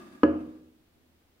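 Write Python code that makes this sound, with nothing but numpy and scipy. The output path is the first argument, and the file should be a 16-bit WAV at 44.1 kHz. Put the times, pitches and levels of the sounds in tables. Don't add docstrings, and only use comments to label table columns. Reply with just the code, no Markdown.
import sys
import numpy as np
from scipy import signal
from scipy.fft import rfft, irfft
from scipy.io import wavfile

SR = 44100
rng = np.random.default_rng(int(sys.argv[2]) if len(sys.argv) > 2 else 0)


def transcribe(signal):
    frames = np.atleast_2d(signal).T
    limited = np.clip(frames, -1, 1)
    pcm = np.round(limited * 32767).astype(np.int16)
    wavfile.write(sys.argv[1], SR, pcm)


N = 61739

KNOCK_S, CONTACT_S = .2322, .0004
# pitch_hz, likeness
ROOM_LIKENESS = [(100, 0.85), (320, .85), (520, 0.33), (1200, 0.063), (2500, -.1), (12000, -0.14)]


def undb(db):
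    return 10 ** (np.asarray(db) / 20)


def over_hz(points, hz):
    pitches, values = np.array(points, float).T
    return np.interp(np.log(np.maximum(hz, 1)), np.log(pitches), values)


def since(start):
    return np.maximum(np.arange(N) / SR - start, 0)


def fade(age, rise_s, fade_s):
    return (1 - np.exp(-age / rise_s)) * np.exp(-np.log(1000) * age / fade_s)


def noise(colour, likeness, peaks=()):
    hz = np.fft.rfftfreq(N, 1 / SR)
    boost_db = sum(lift / (1 + (2 * (hz - pitch) / width) ** 2) for pitch, width, lift in peaks)
    strength = undb(over_hz(colour, hz) + boost_db)
    alike = np.clip(over_hz(likeness, hz), -1, 1)
    phases = np.exp(2j * np.pi * rng.random((2, len(hz))))
    shared, opposite = phases * strength * np.sqrt([1 + alike, 1 - alike])
    stereo = irfft([shared + opposite, shared - opposite], N)
    return stereo / stereo.std()


def ring(notes, start, rise_s):
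    age = since(start)
    tones = []
    for hz, db, fade_s, left_db in notes:
        gains = undb([[db + left_db / 2], [db - left_db / 2]])
        tones.append(gains * np.sin(2 * np.pi * hz * age) * fade(age, rise_s, fade_s))
    return np.array(tones)


def wander(rate_hz):
    return np.interp(since(0) * rate_hz, np.arange(N), rng.standard_normal(N))


def slide():
    # pitch_hz, relative_db
    colour = [(30, -26), (100, -19), (220, -0.5), (360, -2), (430, -22), (620, -11.5), (850, -19),
              (1500, -20.5), (2200, -24), (3500, -29.5), (5500, -32.5), (8200, -35.5), (9400, -34.5),
              (15000, -42)]
    # pitch_hz, width_hz, boost_db
    peaks = [(365, 30, 5), (1190, 80, 16), (1660, 55, 14), (2630, 60, 11), (3580, 130, 8), (4770, 110, 7)]
    # time_s, level_db
    loudness = [(0, -47), (.06, -51), (.11, -51), (.145, -48.5), (.19, -53), (.225, -55.5), (.5, -60),
                (.7, -73)]
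    level_db = np.interp(since(0), *np.array(loudness).T, right=-np.inf)
    roughness_db = 1.5 * wander(rate_hz=83.33)
    return undb(level_db + roughness_db) * noise(colour, ROOM_LIKENESS, peaks)


def background():
    # pitch_hz, relative_db
    colour = [(20, -7), (50, -6), (80, 1.5), (110, -9), (270, -5.5), (480, -11.5), (1050, -18),
              (3500, -21.5), (6500, -28.5), (11000, -29.5), (15500, -25)]
    drone_hz, whine_hz = 81, 10890
    t = since(0)
    drone = undb(-77 + 2 * wander(rate_hz=5)) * np.sin(2 * np.pi * drone_hz * t)
    whine = undb(-95) * np.sin(2 * np.pi * whine_hz * t)
    hiss = undb(-66.5) * noise(colour, ROOM_LIKENESS)
    return hiss + drone + whine


def knock():
    # pitch_hz, level_db, fade_s, left_minus_right_db
    wood_notes = [(238, -14, .05, 2), (306, -9.5, 0.16, 0.5), (491, -13.5, 0.073, -4.5),
                  (853.4, -23, 0.03, 2.5), (999.4, -19.5, .036, 4.5), (1253, -14.5, 0.034, 1.5),
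                  (1550, -28.5, .035, 3), (1690, -30, .17, 4), (2090, -38, .045, -5.5),
                  (2892, -34.5, .03, -9), (4290, -46, .035, -5), (5520, -60, 0.051, 3),
                  (6700, -61, 0.034, -1)]
    # pitch_hz, relative_db
    crack_colour = [(60, -42), (300, -17), (900, 3.5), (1600, -1.5), (2100, -8.5), (3100, -3),
                    (3800, -27.5), (4400, -22), (5300, -37.5), (7000, -39.5), (8500, -44.5), (9700, -40.5),
                    (15000, -55.5)]
    tones = ring(wood_notes, KNOCK_S, CONTACT_S)
    body = sum((-1) ** k * tone for k, tone in enumerate(tones))
    bass_cut = signal.butter(1, 100, "high", fs=SR, output="sos")
    crack_level = undb(-16) * fade(since(.2338), CONTACT_S, fade_s=.015)
    crack = crack_level * noise(crack_colour, likeness=[(1, -.25)])
    return signal.sosfilt(bass_cut, body) + crack


def workshop():
    # pitch_hz, level_db, fade_s, left_minus_right_db
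    room_notes = [(81.2, -40.5, .6, -0.5), (82.5, -46, 1.2, -0.5), (139.4, -42, .41, 0.5),
                  (206.7, -35.5, 0.63, -0.5), (247.6, -28.5, 0.78, -1.5), (298.36, -19, 0.51, 0),
                  (313.8, -22, 0.76, -0.5), (370, -25, .22, -0.5), (439.3, -33.5, 0.35, 0.5),
                  (490.3, -40, .68, 3.5), (556.6, -21.5, .33, -5), (573.3, -38, 0.66, 3.5),
                  (679, -34.5, .44, 0), (1213, -40, .45, 2), (1283, -42.5, 0.47, 1.5), (1656, -42, .42, 2)]
    # pitch_hz, relative_db
    echo_colour = [(30, -29.5), (130, -9), (200, -2.5), (300, -0.5), (540, 1), (630, -10), (740, -4.5),
                   (820, -11), (1250, -6.5), (1700, -17), (1850, -22.5), (3000, -23.5), (3600, -46),
                   (4500, -36.5), (6000, -49), (15000, -55.5)]
    # pitch_hz, fade_s
    echo_fades = [(100, 1), (300, 0.89), (700, .6), (1100, 0.55), (1700, 0.53), (3000, 0.57), (8000, 0.12)]
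    delay_s, left_lag_s = .0053, .00024
    start = KNOCK_S + delay_s
    hz = np.fft.rfftfreq(N, 1 / SR)
    spectrum = rfft(noise(echo_colour, ROOM_LIKENESS))
    echo = 0
    for centre, fade_s in echo_fades:
        band = over_hz([(pitch, pitch == centre) for pitch, _ in echo_fades], hz)
        echo = echo + irfft(spectrum * band, N) * fade(since(start), CONTACT_S, fade_s)
    tones = ring(room_notes, start + np.array([[left_lag_s], [0]]), rise_s=.0016)
    return undb(-31) * echo + tones.sum(axis=0)


def settle():
    # pitch_hz, relative_db
    colour = [(500, -12), (2000, -2.5), (2650, 2), (3500, -13), (7500, -18), (15000, -25)]
    return undb(-61) * fade(since(.4035), CONTACT_S, fade_s=.1) * noise(colour, ROOM_LIKENESS)


def swell():
    # pitch_hz, relative_db
    colour = [(40, -20), (65, -4), (82, 13), (105, -24), (190, -17), (248, 9), (280, -5), (320, -0.5),
              (400, -7.5), (600, -12.5), (3000, -60)]
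    return undb(-54) * fade(since(.943), rise_s=.088, fade_s=.64) * noise(colour, ROOM_LIKENESS)


def scene():
    return slide() + knock() + settle() + workshop() + swell() + background()


def record(dry):
    top_hz = 15750
    return signal.sosfilt(signal.ellip(10, .2, 80, top_hz, fs=SR, output="sos"), dry)


dry = scene()
out = record(dry)
transcribe(out)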